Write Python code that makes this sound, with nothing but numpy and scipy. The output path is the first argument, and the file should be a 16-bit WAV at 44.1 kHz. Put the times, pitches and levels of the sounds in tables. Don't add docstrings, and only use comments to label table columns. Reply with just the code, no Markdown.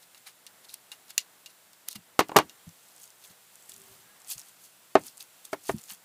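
import sys
import numpy as np
from scipy import signal
from scipy.fft import rfft, irfft, next_fast_len
from scipy.io import wavfile
from scipy.ndimage import uniform_filter1d, map_coordinates

SR = 44100
rng = np.random.default_rng(int(sys.argv[2]) if len(sys.argv) > 2 else 0)


def unload_audio(sound):
    columns = np.transpose(np.atleast_2d(sound))
    steps = np.round(np.clip(columns, -1, 1) * 32767)
    wavfile.write(sys.argv[1], SR, steps.astype(np.int16))


N = 266628

# f/Hz, level/dB, T60/s
BAR_MODES = [(165, -24.5, 0.1), (298.7, -13, 0.12), (393, -1, 0.07), (643, 0.5, 0.055), (810, -10.5, 0.021),
             (1170, -9.5, 0.035), (1288, -7, .04), (1668, -18, 0.045), (1823, -7, .05), (2020, -18.5, .06),
             (2200, -18.5, .05), (2800, -19, .05)]


def amp(db):
    return 10 ** (np.asarray(db) / 20)


def unit(x):
    return x / np.sqrt(np.mean(x ** 2) + 1e-20)


def along(points, hz):
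    f, v = np.transpose(points)
    return np.interp(np.log(hz + 1), np.log(f + 1), v)


def filtered(x, response):
    m = next_fast_len(len(x) + 8192)
    return irfft(rfft(x, m) * response(np.fft.rfftfreq(m, 1 / SR)), m)[:len(x)]


def noise(spectrum, size=N):
    return unit(filtered(rng.standard_normal(size), lambda hz: amp(along(spectrum, hz))))


def wobble(rate):
    knots = rng.standard_normal(int(N * rate / SR) + 4)
    return map_coordinates(knots, [np.arange(N) * rate / SR])


def resonance(hz, centre_hz, q):
    damping = 1j * hz * centre_hz / q
    return damping / (centre_hz ** 2 - hz ** 2 + damping)


def ringing(modes, t, scatter_db, slow=1, cutoff_hz=1e5):
    return sum(amp(db + rng.normal(0, scatter_db) - 60 * t / (t60 * slow)) / (1 + (hz / cutoff_hz) ** 2)
               * np.sin(2 * np.pi * hz * t) for hz, db, t60 in modes)


def add(track, s, sound):
    part = track[round(s * SR):][:len(sound)]
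    part += sound[:len(part)]


def click(t, hz, t60, q):
    burst = amp(-60 * t / t60) * rng.standard_normal(len(t))
    centre_hz = np.clip(hz, 500, 16000)
    burst = filtered(burst, lambda f: resonance(f, centre_hz, q) * (1j * f / (1j * f + 1500)) ** 2)
    return burst / np.sqrt(np.max(uniform_filter1d(burst ** 2, size=40)))


def yard():
    # t/s, hiss level/dB, drone level/dB
    levels = [(0, -60.5, -66), (.7, -60.5, -64.5), (1.3, -60, -65), (1.6, -61, -66), (2.2, -61.5, -65),
              (2.6, -59, -64.5), (3.1, -60, -65.5), (3.6, -59, -66), (4.199, -59.5, -63.5),
              (4.75, -59.5, -66.5), (5.402, -58.5, -66), (6.05, -60.5, -65)]
    # f/Hz, level/dB
    hiss = [(760, -37), (1300, -11.5), (1550, -8.5), (1720, -20), (2540, -3), (2880, -3.5), (3550, -3.5),
            (4320, -4.5), (4900, -5.5), (6710, -6), (7220, -2.5), (9870, -4.5), (13200, -5.5),
            (15200, -5.5), (15800, -16)]
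    traffic = [(15, -64), (25, -33.5), (96, -16.5), (172, -10.5), (296, -8), (357, -8), (393, -9),
               (501, -4.5), (560, -8.5), (604, -4), (2200, -8), (2860, -35.5), (4840, -120)]
    mains = [(120, -85), (179, -82), (361, -84.5)]
    s, hiss_db, drone_db = np.transpose(levels)
    t = np.arange(N) / SR
    out = amp(np.interp(t, s, hiss_db) + .4 * wobble(10)) * noise(hiss)
    out += amp(np.interp(t, s, drone_db) + .8 * wobble(9)) * noise(traffic)
    for hz, db in mains:
        out += amp(db + 2.5 + wobble(5)) * np.sin(2 * np.pi * hz * t + 1.3 * wobble(18))
    return out


def wall(x):
    delay_s, t60 = 0.025, 0.083
    t = np.arange(SR // 6) / SR
    tail = noise([(300, -24.5), (2000, 1.0), (6000, 2.0), (12000, -15.5)], len(t)) * amp(-60 * t / t60)
    return signal.fftconvolve(np.pad(x, (round(delay_s * SR), 0)), tail / np.linalg.norm(tail))[:N]


def narrow_hisses():
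    # t/s, duration/s, f/Hz, level/dB, half-width/Hz
    bands = [(3.91, .045, 14500, -62, 500), (4.02, .14, 1650, -65, 20), (3.69, .36, 388, -68, 12),
             (3.57, .2, 7800, -65, 400)]
    out = np.zeros(N)
    for start, length, hz, db, width_hz in bands:
        swell = np.sqrt(np.abs(np.sin(np.linspace(0, np.pi, round(length * SR)))))
        band = filtered(rng.standard_normal(SR // 2), lambda f: np.exp(-((f - hz) / width_hz) ** 2))
        add(out, start, amp(db) * unit(band)[:len(swell)] * swell)
    return out


def sliding_bar():
    t = np.arange(N) / SR
    start, end, jerk_s = 3.69, 4.18, 0.022
    sliding = uniform_filter1d(1. * ((t > start) & (t < end)), size=400)
    modes = lambda f: sum(amp(db / 5.3) * resonance(f, hz, q=11) for hz, db, _ in BAR_MODES)
    hum = unit(filtered(rng.standard_normal(N), lambda f: 0.21 * (f < 2000) + modes(f)))
    rumble = noise([(30, -34), (90, -3), (200, -2.0), (400, -17.5)]) * amp(-65 + 4.4 * wobble(15))
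    friction = amp(np.interp(t, (start, end), (-73, -68)))
    jerk = amp(-57 - 20 * np.abs(t - start) / jerk_s)
    return sliding * ((friction + jerk) * hum + rumble)


def table_thuds():
    # t/s, level/dB, f/Hz
    thuds = [(1.953, -37, 208), (1.981, -47, 173), (2.438, -45.5, 188), (2.668, -34, 165),
             (3.297, -50.5, 178), (3.902, -53, 110.3), (4.354, -46.5, 126), (5.699, -31, 130),
             (5.737, -23.5, 217), (5.745, -31.5, 149.5), (5.912, -50.5, 201)]
    rise_s, t60 = 0.0047, 0.092
    out, t = np.zeros(N), np.arange(SR // 3) / SR
    for s, db, hz in thuds:
        phase = 2 * np.pi * hz * t
        swing = np.sin(phase) + 0.2 * np.sin(1.6 * phase) + 0.49 * np.sin(0.573 * phase)
        add(out, s, amp(db - 60 * t / t60) * (1 - np.exp(-(t / rise_s) ** 2)) * swing)
    return out


def blows(events, modes, shiver_db, low_hz, crack_db):
    # f/Hz, level/dB
    top_spectrum = [(35, -42.5), (60, -17.5), (190, -20.5), (858, 3.5), (1220, -1.5), (1560, -4),
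                    (2430, -5.5), (9200, -20), (12000, -40.5), (15600, -79), (22000, -120)]
    # f/Hz, T60/s
    top_decay = [(100, 0.38), (500, 0.078), (2000, 0.089), (8000, 0.12)]
    out, t = np.zeros(N), np.arange(SR // 5) / SR
    for s, db, cutoff_hz, slow in events:
        hz, frames, spectra = signal.stft(noise(top_spectrum, len(t)), SR, nperseg=128)
        decay = amp(-60 * frames / (slow * along(top_decay, hz)[:, None]))
        excitation = 1 / (1 + (hz[:, None] / cutoff_hz) ** 2)
        shiver = signal.istft(spectra * decay * excitation, SR, nperseg=128)[1][:len(t)]
        sound = ringing(modes, t, 0.8, slow, cutoff_hz) + amp(shiver_db) * shiver
        sound += amp(crack_db) * click(t, hz=1.5 * cutoff_hz, t60=0.016, q=1.3)
        add(out, s, amp(db - 6.5) * sound * (1 - np.exp(-t / 0.00073)))
    return filtered(out, lambda f: (1j * f / (1j * f + low_hz)) ** 2)


def knocking_bar():
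    # t/s, level/dB, cutoff f/Hz, factor on T60
    knocks = [(4.9533, 4, 1500, 0.67), (5.53, -10, 1501, 0.64), (5.6927, -7, 1805, 0.58)]
    return blows(knocks, BAR_MODES, shiver_db=-3, low_hz=170, crack_db=-19)


def rub(strokes, spectrum, slips_per_s, grain_db):
    # f/Hz, level/dB
    body_spectrum = [(300, -87), (700, -2.5), (1500, -1.5), (3000, -1), (5000, -39)]
    roundness, slip_s = 1.2, 0.0018
    envelope, body, t = np.zeros(N), np.zeros(N), np.arange(N) / SR
    for s, db, rise, fall, body_db in strokes:
        force = amp(db - 20 * np.where(t < s, (s - t) / rise, (t - s) / fall) ** roundness)
        envelope += force
        body += force * amp(body_db)
    slipping = 0
    for centre_hz in (4500, 8000, 13000):
        slips = (rng.random(N) < slips_per_s / SR) * amp(grain_db * rng.standard_normal(N))
        grains = unit(signal.lfilter([1], [1, -np.exp(-1 / (slip_s * SR))], slips))
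        band = lambda hz: amp(along(spectrum, hz)) * np.exp(-(np.log((hz + 1) / centre_hz) / .45) ** 2)
        slipping += filtered((grains + 1) * rng.standard_normal(N), band)
    return envelope * unit(slipping) + body * noise(body_spectrum)


def tearing_hair():
    # peak t/s, level/dB, rise/s, fall/s, relative body level/dB
    pulls = [(2.88, -61.5, 0.29, .3, -17), (3.034, -52.5, 0.056, 0.054, -27),
             (3.252, -53.5, 0.08, 0.054, -13), (3.315, -58.5, 0.036, .03, -20),
             (3.696, -48.5, 0.0099, 0.024, -23), (3.72, -61.5, 0.34, 0.39, -23),
             (3.93, -61.5, 0.17, 0.11, -9.5), (4.012, -62, 0.033, 0.032, -21),
             (4.317, -31, 0.037, 0.033, -21), (4.384, -51.5, 0.027, 0.078, -8.5),
             (4.49, -56, 0.08, 0.027, -17), (4.646, -51, 0.062, 0.057, -19.5),
             (5.078, -45.5, .09, 0.042, -16), (5.206, -44, 0.014, 0.041, -14),
             (5.45, -49, 0.013, 0.043, -25.5), (5.532, -44.5, .016, 0.023, -24),
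             (5.695, -40.5, 0.076, 0.049, -20.5), (5.79, -52.5, 0.035, .047, -9.5),
             (5.838, -56, 0.018, 0.15, -21), (5.908, -42, 0.029, 0.051, -8.5)]
    # f/Hz, level/dB
    spectrum = [(1180, -44), (2000, -5.5), (2700, 3.5), (2990, -7.5), (3230, -2), (3900, -9.5),
                (4320, -4.5), (5740, -6.5), (6410, -1.5), (7050, -4), (10200, -4), (11500, -8),
                (13100, -5.5), (15500, -12)]
    return rub(pulls, spectrum, slips_per_s=400, grain_db=7.0)


def snapping_strands():
    # t/s, level/dB, centre f/Hz
    snaps = [(2.6916, -45.5, 5810), (2.8854, -49.5, 8370), (3.0402, -40.5, 6450), (3.24, -46, 7900),
             (3.249, -45, 3300), (3.5559, -42.5, 7600), (3.695, -36, 8800), (3.7188, -43.5, 3730),
             (3.7195, -43, 8500), (3.737, -43, 10270), (3.7414, -42.5, 6570), (3.7631, -43, 7300),
             (3.78, -44, 10200), (3.8004, -48, 9900), (3.818, -43, 8820), (4.2747, -43, 7950),
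             (4.2832, -36.5, 9100), (4.3031, -30, 13050), (4.3207, -30, 10300), (4.3803, -35.5, 5700),
             (4.3944, -37, 7270), (4.4007, -42, 5500), (4.4158, -41, 5800), (4.9965, -45.5, 12300),
             (5.016, -48, 7850), (5.037, -40, 7760), (5.0674, -38, 7940), (5.0824, -39.5, 5380),
             (5.1726, -41, 9060), (5.1784, -40.5, 7530), (5.2067, -37, 3840), (5.226, -38, 11300),
             (5.4517, -39.5, 4640), (5.453, -37, 8470), (5.6805, -41.5, 4550), (5.766, -44.5, 10550),
             (5.7833, -41.5, 4790), (5.8318, -47, 7300), (5.8386, -39, 7350), (5.8988, -41, 8100),
             (5.9044, -35.5, 3170), (5.935, -40.5, 10160)]
    # start t/s, end t/s, mean level/dB
    spells = [(2.94, 3.11, -47), (3.6, 3.69, -49), (3.819, 3.9, -51), (4.191, 4.28, -47), (5.79, 5.95, -46)]
    picks, picks_per_s, pick_hz = 20, 41, 8500
    out, t = np.zeros(N), np.arange(SR // 50) / SR
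    ticks = list(snaps)
    for start, end, db in spells:
        times = start + (np.arange(picks) + rng.random(picks)) / picks_per_s
        size, pitch = rng.standard_normal((2, picks))
        levels = db + 0.5 * size - 100 * (times > end)
        ticks += zip(times, levels, pick_hz * np.exp(.2 * pitch))
    for s, db, hz in ticks:
        add(out, s, amp(db) * click(t, hz, t60=.009, q=2.9))
    return out


def dropped_scissors():
    # t/s, level/dB, cutoff f/Hz, factor on T60
    landings = [(2.1915, 0, 2700, 0.27), (2.203, -11, 2620, 0.65), (2.2935, -23, 1300, 0.43),
                (2.3175, -21.5, 1600, 0.29), (2.33, -35, 1000, 0.72), (2.345, -30.5, 1000, 0.86),
                (2.3602, 1, 1500, 0.32), (2.3652, 0.5, 2500, 0.43), (2.372, -8, 2500, 0.42),
                (2.3775, -20.5, 1800, 0.91), (2.3865, -7, 2500, 0.57), (2.4005, -21, 2500, 0.82)]
    # f/Hz, level/dB, T60/s
    modes = [(198, -8.0, 0.055), (638.3, 2.0, 0.013), (1136, -4.0, 0.094), (1681, -15.5, 0.11),
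             (2040, -20.0, 0.05), (2540, -14.5, 0.066), (3100, -21, 0.084), (3670, -15.0, 0.08),
             (4440, -11.5, 0.082), (4893, -27.0, 0.072), (315.3, -6, 0.15), (401, -4.5, 0.1),
             (1012, -6.0, 0.063)]
    return blows(landings, modes, shiver_db=3.5, low_hz=100, crack_db=-22.5)


def shearing_blades():
    # peak t/s, level/dB, rise/s, fall/s, relative body level/dB
    cuts = [(.033, -53, 0.026, .016, -12), (.153, -58, .005, .012, 1), (.178, -57, .02, .02, -9),
            (.272, -45, 0.014, 0.039, -4.5), (.648, -50, .012, 0.015, -11), (.69, -52, 0.01, .08, -22),
            (.742, -45, 0.014, 0.0047, -10.5), (.922, -46.5, .004, 0.032, -4.5),
            (1.107, -43.5, 0.02, 0.0043, -9), (1.503, -57, .02, .025, -13),
            (1.887, -36, 0.0082, 0.0055, -8), (1.915, -43.5, 0.026, 0.031, -25),
            (1.958, -39.5, 0.0084, 0.012, -4.5)]
    # f/Hz, level/dB
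    spectrum = [(1180, -19), (2000, -20), (3320, -2.5), (3740, 2), (5890, -3.5), (6690, -2.5), (7230, -8),
                (10600, -3), (15500, -14)]
    return rub(cuts, spectrum, slips_per_s=1400, grain_db=8.5)


def snips():
    # t/s, level/dB, centre f/Hz, relative bite/dB, relative rattle/dB
    contacts = [(.147, -44, 3480, -16, -12), (0.466, -36.5, 5060, -26, -7), (.701, -43.5, 5000, -9, -14),
                (0.737, -52, 8150, -9, -24), (.741, -46, 4840, -21, -23), (.7417, -24.5, 10600, -28, -23),
                (.9176, -35, 3200, -15, -9), (1.082, -49, 9000, -8, -8), (1.1053, -34.5, 10930, -10, -9),
                (1.1794, -12, 5650, 7, -11.5), (1.2035, -37, 6400, -8, -10), (1.214, -44, 4240, -14, -12),
                (1.4605, -36, 3650, -22, -5.5), (1.7322, -44.5, 6300, -12, -9.5),
                (1.8864, -18, 13200, -26, -32), (1.911, -36.5, 7730, -6, -11),
                (1.929, -34.5, 6760, -1, -14), (1.956, -45, 10230, -9, -12),
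                (1.9609, -37.5, 4280, -11, -11), (2.192, -16.5, 3946, -8.5, -5.5),
                (2.2025, -25.5, 8500, 3.5, -23), (2.207, -30.5, 7840, -3.5, -18.5),
                (2.286, -38, 9030, -7.5, -13.5), (2.294, -43.5, 4424, -5, -13.5),
                (2.317, -47.5, 3520, -9.5, -16), (2.365, -10, 6830, 2, -5), (2.372, -22, 8020, -6, -7),
                (2.3868, -15.5, 4940, -4.5, -14), (2.4, -34, 3540, -1.5, -13), (2.4956, -41, 3280, 2.5, -7)]
    # f/Hz, level/dB, T60/s
    edge_modes = [(2030, -14, .012), (2750, -9, .012), (5950, 0, .009), (6900, -3, .009), (9200, -9, .006),
                  (12600, -5, .007), (14300, -9, .005)]
    blade_modes = [(2029, -19.5, 0.058), (2820, 1.5, 0.071), (3870, 3.5, 0.017), (4310, -7.5, 0.05),
                   (4940, -32, 0.031), (6700, -2.5, 0.026), (9600, -13, .03), (12080, -23, .035)]
    # f/Hz, level/dB
    pivot = [(470, -47.5), (800, -16), (1420, -18), (1600, -22), (1810, -13.5), (3130, -6), (4320, -3.5),
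             (13000, -17.5), (15500, -24.5)]
    rattle_t60 = .058
    out, t = np.zeros(N), np.arange(SR // 10) / SR
    for s, db, hz, bite_db, rattle_db in contacts:
        bite = amp(bite_db) * ringing(edge_modes, t, scatter_db=1) * (1 - np.exp(-t / .0006))
        ring_db = -12 - 18 * np.log2(hz / 4000)
        ring = amp(ring_db) * ringing(blade_modes, t, scatter_db=2)
        rattle = noise(pivot, len(t)) * amp(rattle_db - 60 * t / rattle_t60) * (1 - np.exp(-t / 0.00067))
        crack = click(t, hz, t60=0.004, q=0.52)
        add(out, s, amp(db) * (crack + bite + ring + rattle))
    return filtered(out, lambda f: (1j * f / (1j * f + 700)) ** 3)


def scene():
    impacts = snips() + dropped_scissors() + knocking_bar()
    rubs = shearing_blades() + tearing_hair()
    mix = impacts + amp(-29.5) * wall(impacts) + rubs + snapping_strands()
    return (mix + table_thuds() + sliding_bar() + narrow_hisses() + yard())[None]


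def record(dry):
    fade_hz, limit_hz = 15600, 16400
    clipped = np.clip(dry[0], -1, 1)
    fade_db = lambda hz: -20 / (1 + np.exp((fade_hz - hz) / 90))
    return filtered(clipped, lambda hz: (hz < limit_hz) * amp(fade_db(hz)))[None]


dry = scene()
out = record(dry)
unload_audio(out)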